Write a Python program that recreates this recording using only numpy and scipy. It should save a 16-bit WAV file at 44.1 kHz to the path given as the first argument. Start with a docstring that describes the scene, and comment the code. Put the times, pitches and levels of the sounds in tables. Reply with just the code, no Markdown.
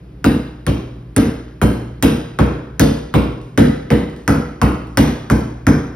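"""In a large hall with a concrete floor, a basketball is dribbled hard from hand to hand onto two spots in turn.
Each bounce is a crack and smack of filtered noise, a sine slap falling in pitch, and a thud of short pulses.
Decaying sines swell as the low resonances of a corner and ring as the air in the ball; noise is the hall's tail.
Palms tap the ball (noise bursts), ventilation rumbles (shaped noise) and mains hums (steady sines).
A small stereo microphone rounds off the loudest swings."""
import sys
import numpy as np
from scipy import signal
from scipy.fft import rfft, irfft, next_fast_len
from scipy.io import wavfile

SR = 44100
rng = np.random.default_rng(int(sys.argv[2]) if len(sys.argv) > 2 else 0)


def to_wav(sig):
    """Store sig (one row per channel, or 1-D mono) as 16-bit WAV at the path in sys.argv[1].

    Samples outside -1..1 are clipped; the rate is SR.
    """
    pcm = np.clip(np.atleast_2d(sig), -1, 1) * 32767
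    pcm = np.round(pcm).astype(np.int16)
    wavfile.write(sys.argv[1], SR, pcm.T)  # frames by channels


N = 262395
TIME = np.arange(N) / SR
AGE = TIME[:SR]   # time since a blow, s


def from_db(db):
    """Level to amplitude: 20 dB is a factor of ten."""
    return 10 ** (np.asarray(db) / 20)


def rms_one(x):
    """Normalisation to unit root-mean-square amplitude."""
    return x / np.sqrt(np.mean(x ** 2) + 1e-20)


def at_hz(points, hz):
    """Linear interpolation of every column of a table on a log-frequency axis."""
    freqs, *columns = np.transpose(points)
    return [np.interp(np.log(hz), np.log(freqs), column) for column in columns]


def fade(t60):
    """Exponential decay: the level falls 60 dB in t60 seconds."""
    return from_db(-60 * AGE / t60)


def bump(hz, centre_hz, octaves):
    """Resonance-like weighting: a bell of height 1 on a log-frequency axis."""
    return np.exp(-(np.log2(hz / centre_hz) / octaves) ** 2)


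def puff(hz, t60):
    """Heavily damped oscillation: a few swings of air rise within a cycle and die at once."""
    return np.sin(2 * np.pi * hz * AGE) * (1 - np.exp(-AGE * hz)) * fade(t60)


def band(x, low_hz, high_hz):
    """Band-pass filtering: only the range between two frequencies is kept."""
    sos = signal.butter(2, [low_hz, min(high_hz, .45 * SR)], "band", fs=SR, output="sos")
    return signal.sosfilt(sos, x)


def add(track, s, sound):
    """Superposition: a sound is mixed in from time s on."""
    start = max(round(s * SR), 0)
    part = sound[..., :max(N - start, 0)]
    track[..., start:start + part.shape[-1]] += part


# likeness of diffuse sound in the two channels: f/Hz, correlation [0-1]
LIKENESS = [(120, 1), (300, 0.99), (480, 0.57), (700, 0.12), (1000, 0.01), (1800, 0.78), (2600, 0.3),
            (4500, 1), (7000, 1), (16000, 1)]


def diffuse_bands():
    """Diffuse field: third-octave noise from all sides, its channels correlated by frequency; (Hz, noise)."""
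    white = rng.standard_normal((2, 2, N))
    edges = 40 * 2 ** (np.arange(27) / 3)
    bands = []
    for k, (low, high) in enumerate(zip(edges, edges[1:])):
        hz = np.sqrt(low * high)
        mid, side = band(white[k % 2], low, high)
        alike = np.clip(at_hz(LIKENESS, hz)[0], 0, 1)
        stereo = np.sqrt(1 + alike) * mid + np.sqrt(1 - alike) * np.array([side, -side])
        bands.append((hz, rms_one(stereo)))
    return bands


# spectrum of the ventilation: f/Hz, relative spectral level/dB [per Hz]
VENT_SPECTRUM = [(30, -26), (59, -2), (90, -43), (150, -2.5), (210, -24.5), (295, -15.5), (473, -26.5),
                 (700, -34), (2900, -46), (5200, -53.5), (7300, -65), (11000, -58.5), (16000, -77)]
# steady mains hum: f/Hz, level/dB [rms]
MAINS_HUM = [(60, -40.5), (120, -44.5)]


def ventilation(air_db):
    """Broadband flow noise: steady air rumble, with a mains hum of pure tones."""
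    # the power in a third-octave band grows with its width, hence with frequency
    air = sum(from_db(at_hz(VENT_SPECTRUM, hz)[0]) * np.sqrt(hz) * noise for hz, noise in diffuse_bands())
    hum = np.zeros(N)
    for hz, db in MAINS_HUM:
        hum += from_db(db) * np.sqrt(2) * np.sin(2 * np.pi * (hz * TIME + rng.random()))
    return from_db(air_db) * rms_one(air) + hum


# bounces, on the two spots in turn; levels are relative;
# direct is added to the crack (and its near echoes) and to the smack, not to the hall's tail:
#   t/s, thump level/dB, slap level/dB, slap mid-glide f/Hz, slap t60/s, crack level/dB, body level/dB,
#   knock level/dB, bite level/dB, smack level/dB, direct level/dB, flattening level/dB
BOUNCES = [(0.2431, -1.5, -0.4, 1416, 0.011, 1.5, 1, 8, 0.5, -2.5, -0.5, 4),
           (0.666, -2.5, -6.5, 1600, 0.01, -6, 1, 6, 5, 4, -2, -3),
           (1.164, -1, -2, 1540, 0.0088, 2, 2, 8.5, -0.5, 2.5, 3, -3),
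           (1.6157, 1, 0, 1315, 0.014, 3, 2, 5, -5, -5.5, -7, -6),
           (2.0257, -0.9, 1.5, 1510, 0.0047, 7.5, 1, 4, -2, -1.5, 0, -12),
           (2.3886, 0, 0.5, 1185, 0.019, -6.5, 3.5, 7, 0, 1, -6.5, -4),
           (2.7956, -0.3, -0.7, 1600, 0.015, 6.5, 4, 10, 2.5, 4.5, 1.5, 1.5),
           (3.14, 1, 0.7, 1190, 0.012, -3, 2.5, 5.5, 1, -3.5, -4, -8),
           (3.576, 1.7, -1.5, 1590, 0.016, 2, 2, 12.5, 1.5, 2, -1, 2),
           (3.9039, -1.1, -0.8, 1750, 0.0063, -3.5, 5.5, 6, -1.5, -3, -6.5, -8),
           (4.278, -1.5, 1.5, 1510, 0.018, 0, 2.5, 8, -8, 3, 0, -9),
           (4.616, -1, 2.5, 1183, 0.0069, -2, 1, 2.5, -4.5, -2.5, -3.5, -1),
           (4.973, 0.5, 4.5, 1470, 0.0071, 6, 0, 3, -2, 3, 1, -13),
           (5.3, -1.5, 0.5, 1390, 0.015, -2, 0.5, 7, -8.5, 4.5, -4.5, -2),
           (5.6677, 0.4, 0.5, 1580, 0.023, -2, -2.5, 9.5, -5, 6, -2.5, -8)]
# slap and crack come back from the player and the banners: mean delay t/s, relative level/dB
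NEAR_ECHOES = [(.0021, -10), (.0045, -9.5), (.0103, -13.5), (0.0172, -12.5)]


def impact(slap_level_db, glide, glide_s, crack_level_db, crack_t60, crack_low_hz, crack_high_hz, wander):
    """Contact radiation: pebbled skin cracks on concrete; the slap drops in pitch as the ball flattens."""
    out = np.zeros(N)
    for s, _, slap_db, slap_hz, slap_t60, crack_db, *_, direct_db, _ in BOUNCES:
        pitch = slap_hz * (1 + glide * (np.exp(-AGE / glide_s) - .5))
        slap = np.sin(2 * np.pi * np.cumsum(pitch) / SR) * fade(slap_t60)
        crack = rms_one(band(rng.standard_normal(SR), crack_low_hz, crack_high_hz)) * fade(crack_t60)
        hit = from_db(slap_level_db + slap_db) * slap
        hit += from_db(crack_level_db + crack_db + direct_db) * crack
        add(out, s, hit)
        for delay, db in NEAR_ECHOES:
            # the paths change as the player sways
            swayed_delay = delay * (1 + wander * rng.standard_normal())
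            add(out, s + swayed_delay, from_db(db) * hit)
    return out


# the bright colours of a contact: centre, half-width of the bell
BITE_HZ, BITE_OCTAVES = 3240, 0.43
SMACK_HZ, SMACK_OCTAVES = 5600, 0.3


def smack(level_db, t60):
    """Air expulsion: air squeezed out from under the pebbled skin gives a crisp burst of noise."""
    out = np.zeros(N)
    for s, _, slap_db, *_, bite_db, smack_db, direct_db, _ in BOUNCES:
        for hz, db in ((BITE_HZ, bite_db), (SMACK_HZ, smack_db)):
            third = 2 ** (1 / 3)   # a third of an octave to either side
            burst = rms_one(band(rng.standard_normal(SR), hz / third, hz * third))
            add(out, s, from_db(level_db + slap_db / 2 + direct_db + db) * burst * fade(t60))
    return out


# the two landing spots: time for the corner's resonances to swell t/s, thump f/Hz
SPOTS = [(0.0129, 227.7), (0.015, 160.6)]
# the thump arrives directly, then in bunches from the walls of the corner; one list per spot:
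#   delay t/s, thump relative level/dB, bass relative level/dB
THUMP_PATHS = [
    [(0, -11.5, -4), (0.0069, 2, 4.5), (0.0183, -0.5, -14), (0.0219, 2, -2), (0.0363, -2.5, -1.5),
     (0.049, -8.5, -2), (0.069, -16.5, -28), (0.0977, -1.5, -1), (0.1197, -2.5, -2), (.153, -11, -14)],
    [(0, -12, -17), (0.0079, -0.5, -10), (0.0203, 1.5, 4), (0.0291, 3, -12), (0.0379, -8, -3.5),
     (0.048, -6.5, -13), (0.0696, -5, -35), (.096, -9, -14), (.122, -9, -17)],
]


def thump(level_db, t60, vary_db, bass_db, bass_hz, bass_t60, hollow_db, hollow_hz, hollow_t60):
    """Volume displacement: the flattening ball shoves air aside; walls return the pulse as an uneven thud."""
    out = np.zeros(N)
    bass = from_db(bass_db) * puff(bass_hz, bass_t60)
    hollow = from_db(hollow_db) * puff(hollow_hz, hollow_t60)
    for k, (s, thump_db, _, _, _, _, body_db, *_) in enumerate(BOUNCES):
        spot = k % 2   # the ball crosses over on every bounce
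        pulse = puff(SPOTS[spot][1], t60) + from_db(body_db) * hollow
        for delay, db, low_db in THUMP_PATHS[spot]:
            gain = from_db(level_db + thump_db + vary_db * rng.standard_normal())
            add(out, s + delay, gain * (from_db(db) * pulse + from_db(low_db) * bass))
    return out


# the hollow body colour of a contact, below the knock at the slap's pitch
BODY_HZ, BODY_OCTAVES = 462, 0.4
# low resonances of the corner: nominal f/Hz, t60/s, relative level/dB from spot 1, relative level/dB from spot 2
CORNER = [(62.8, 0.46, -14.5, -11), (85.6, 0.72, -26, -29), (112.5, 0.12, -1, -22), (120.34, 1, -24, -21),
          (152.9, 0.57, -12.5, -19), (178.4, 0.36, -16, -19), (217.6, 0.39, -11.5, -10),
          (242.4, 0.51, -13.5, -20), (272.2, 0.43, -8, -15.5), (301.2, 0.56, -14.5, -15.5),
          (337, 0.37, -17.5, -17), (445, 0.5, -19.5, -25), (476.3, 0.66, -21, -24),
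          (540.8, 0.62, -29, -31.5)]


def boom(level_db, vary_db, detune, apart_hz):
    """Modal excitation: the thump pumps the corner's resonances, at a rate and level set by the spot."""
    out = np.zeros((2, N))
    chance = rng.standard_normal((len(BOUNCES), len(CORNER), 3))
    for k, ((s, thump_db, _, _, _, _, body_db, *_), draws) in enumerate(zip(BOUNCES, chance)):
        spot = k % 2
        swell = 1 - np.exp(-(AGE / SPOTS[spot][0]) ** 2)
        for (hz, t60, *spot_db), (louder, higher, across) in zip(CORNER, draws):
            # shorter waves differ more from bounce to bounce and from one channel to the other
            spread = (hz / apart_hz) ** 2
            mode_hz = hz * (1 + detune * spread * higher)
            phase = 2 * np.pi * mode_hz * AGE + spread * across * np.array([[1], [-1]])
            blow_db = thump_db + body_db * bump(hz, BODY_HZ, BODY_OCTAVES) + vary_db * louder
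            gain = from_db(level_db + blow_db + spot_db[spot])
            add(out, s, gain * swell * fade(t60) * np.sin(phase))
    return out


# the air inside the ball: f/Hz, relative level/dB, t60/s
BALL_AIR = [(852, -38, 0.4), (990, -37, 0.41), (1295, -38, 0.79), (1490, -37, 0.45), (2100, -40, 0.65),
            (2220, -38, 0.49), (3130, -53, 0.32)]


def ball_ring(level_db, vary_db):
    """Cavity resonance: the enclosed air pings on, with its own strength and phase in each channel."""
    out = np.zeros((2, N))
    for s, _, slap_db, *_ in BOUNCES:
        for hz, db, t60 in BALL_AIR:
            gain = from_db(level_db + slap_db + db + vary_db * rng.uniform(-0.75, 1, (2, 1)))
            phase = 2 * np.pi * rng.random() + rng.standard_normal((2, 1))
            add(out, s, gain * np.sin(2 * np.pi * hz * AGE + phase) * fade(t60))
    return out


# the hall's answer to a bounce: f/Hz, early scatter relative level/dB [per octave],
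#   tail relative level/dB [per octave], tail t60/s
HALL = [(50, -46, -30.5, 0.82), (117, -25, -22, 0.61), (270, -35, -16, 0.91), (448, -19.5, -21, 0.75),
        (837, -16.5, -23, 0.7), (1230, -26, -25, 0.77), (1690, -48, -31, 0.78), (2130, -32, -28, 0.69),
        (3380, -25, -27.5, 0.7), (4430, -35, -34.5, 0.7), (5550, -45, -33, 0.66), (6940, -22, -43, 0.62),
        (10460, -63, -30, 0.48), (15300, -42, -43.5, 0.24)]


def hall_decay(hz, early_t60, build_s, build_cycles):
    """Double-slope decay: a quick scatter, then the tail of a third-octave band; lows build up later."""
    early_db, tail_db, t60 = at_hz(HALL, hz)
    decay = np.hypot(from_db(early_db) * fade(early_t60), from_db(tail_db) * fade(t60))
    build_up = 1 - np.exp(-AGE / (build_s + build_cycles / hz))
    return decay * build_up / np.sqrt(3)   # a third of an octave's power


def hall(knock_octaves, grain, grain_t60, grain_apart, clump_db, clump_s, colour_t60, late_colour):
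    """Reverberation: each bounce fills the hall with its own colour, which evens out as the tail dies."""
    bands = []
    for hz, noise in diffuse_bands():
        bands.append((hz, noise, hall_decay(hz, early_t60=0.11, build_s=0.0027, build_cycles=0.67)))
    out, fresh = np.zeros((2, N)), fade(colour_t60)
    for s, thump_db, slap_db, slap_hz, _, crack_db, body_db, knock_db, bite_db, smack_db, *_ in BOUNCES:
        start = rng.integers(N - SR)
        tails = np.zeros((2, 2, SR))   # below and above 1 kHz
        blow = [(350, thump_db), (900, slap_db), (2000, slap_db), (7500, crack_db)]
        for hz, noise, decay in bands:
            blow_db, = at_hz(blow, hz)
            colour_db = knock_db * bump(hz, slap_hz, knock_octaves)
            colour_db += bite_db * bump(hz, BITE_HZ, BITE_OCTAVES)
            colour_db += body_db * bump(hz, BODY_HZ, BODY_OCTAVES)
            colour_db += smack_db * bump(hz, SMACK_HZ, SMACK_OCTAVES)
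            early = from_db(blow_db + colour_db)
            late = from_db(blow_db + late_colour * colour_db)
            gain = late + (early - late) * fresh
            tails[int(hz > 1000)] += gain * decay * noise[:, start:start + SR]
        # the pebbled skin lands within 7 ms: one sharp contact, then a grainy one
        pebbles = rng.standard_normal(SR) + grain_apart * rng.standard_normal((2, SR))
        pebbles = (pebbles * fade(grain_t60))[:, AGE < .007]
        contact = np.c_[np.ones(2), grain * pebbles / np.linalg.norm(pebbles[0])] / np.hypot(1, grain)
        # reflections come in bunches
        clump_curve = np.interp(AGE / clump_s, np.arange(SR), rng.standard_normal(SR))
        clumps = rms_one(from_db(clump_db * clump_curve))
        treble = signal.oaconvolve(tails[1] * clumps, contact, axes=1)[:, :SR]
        add(out, s, tails[0] + treble)
    return out


def flattening(level_db, start_ratio, fall_octaves_per_s, peak_s, width_s, vary):
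    """Widening contact ring: as the ball flattens, a short knock swells and falls in pitch."""
    out = np.zeros(N)
    for s, _, slap_db, slap_hz, *_, flatten_db in BOUNCES:
        late, higher = vary * rng.standard_normal(2)
        pitch = slap_hz * start_ratio * (1 + higher) * 2 ** (-fall_octaves_per_s * AGE)
        swell = np.exp(-((AGE - peak_s * (1 + late)) / width_s) ** 2)
        knock = swell * np.sin(2 * np.pi * np.cumsum(pitch) / SR)
        add(out, s, from_db(level_db + slap_db + flatten_db) * knock)
    return out


# palms meet the ball: t/s, level/dB [of the noise at the onset, before its fade]
PALMS = [(3.4153, -39.5), (4.098, -41), (4.164, -37.5), (4.8704, -40)]


def palms(low_hz, high_hz, t60, room_db, room_t60):
    """Soft impact: a light pat of skin on rubber, with a little of the hall's decay after it."""
    out = np.zeros(N)
    for s, db in PALMS:
        pat = rms_one(band(rng.standard_normal(SR), low_hz, high_hz))
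        add(out, s, from_db(db) * pat * (fade(t60) + from_db(room_db) * fade(room_t60)))
    return out


def scene():
    """Linear superposition of every source in the hall."""
    air = ventilation(air_db=-37.5)
    hits = impact(slap_level_db=-7.0, glide=0.7, glide_s=0.0019, crack_level_db=-9.5, crack_t60=0.0024,
                  crack_low_hz=4340, crack_high_hz=12900, wander=0.056)
    hits += smack(level_db=-21.5, t60=0.011)
    hits += flattening(level_db=-13.5, start_ratio=1.35, fall_octaves_per_s=110,
                       peak_s=0.0055, width_s=0.0018, vary=0.058)
    low = boom(level_db=2.0, vary_db=2.23, detune=0.0339, apart_hz=596.6)
    low += thump(level_db=4.0, t60=0.031, vary_db=1.7, bass_db=-3.0, bass_hz=134.3, bass_t60=0.036,
                 hollow_db=-16.5, hollow_hz=486.6, hollow_t60=0.023)
    ring = ball_ring(level_db=-1.5, vary_db=7.0)
    room = hall(knock_octaves=0.31, grain=0.48, grain_t60=0.043, grain_apart=0.3,
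                clump_db=1.0, clump_s=.002, colour_t60=0.8, late_colour=0.74)
    hands = palms(low_hz=700, high_hz=8050, t60=0.0045, room_db=-17.5, room_t60=0.85)
    return air + hits + low + ring + room + hands


# the right microphone port lags the left: f/Hz, phase lag [radians]
PORT_LAG = [(0, 0), (1700, 0), (2900, 1.08), (4100, 1.74), (5250, 0.5), (6550, 2.5), (7400, 3),
            (10200, 6.5), (13200, 8.5), (16000, 12.5)]


def record(dry):
    """Transduction: ports shift treble phase, rumble is cut, peaks round at full scale, the top is cut."""
    size = next_fast_len(N + SR)
    lag = np.interp(np.arange(size // 2 + 1) * SR / size, *np.transpose(PORT_LAG))
    right = irfft(rfft(dry[1], size) * np.exp(-1j * lag), size)[:N]
    heard = np.array([dry[0], right])
    heard = signal.sosfilt(signal.butter(5, 46, "high", fs=SR, output="sos"), heard)
    rounded = heard / (1 + heard ** 12) ** (1 / 12)
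    return signal.sosfilt(signal.ellip(10, .1, 80, 15900, fs=SR, output="sos"), rounded)


dry = scene()
out = record(dry)
to_wav(out)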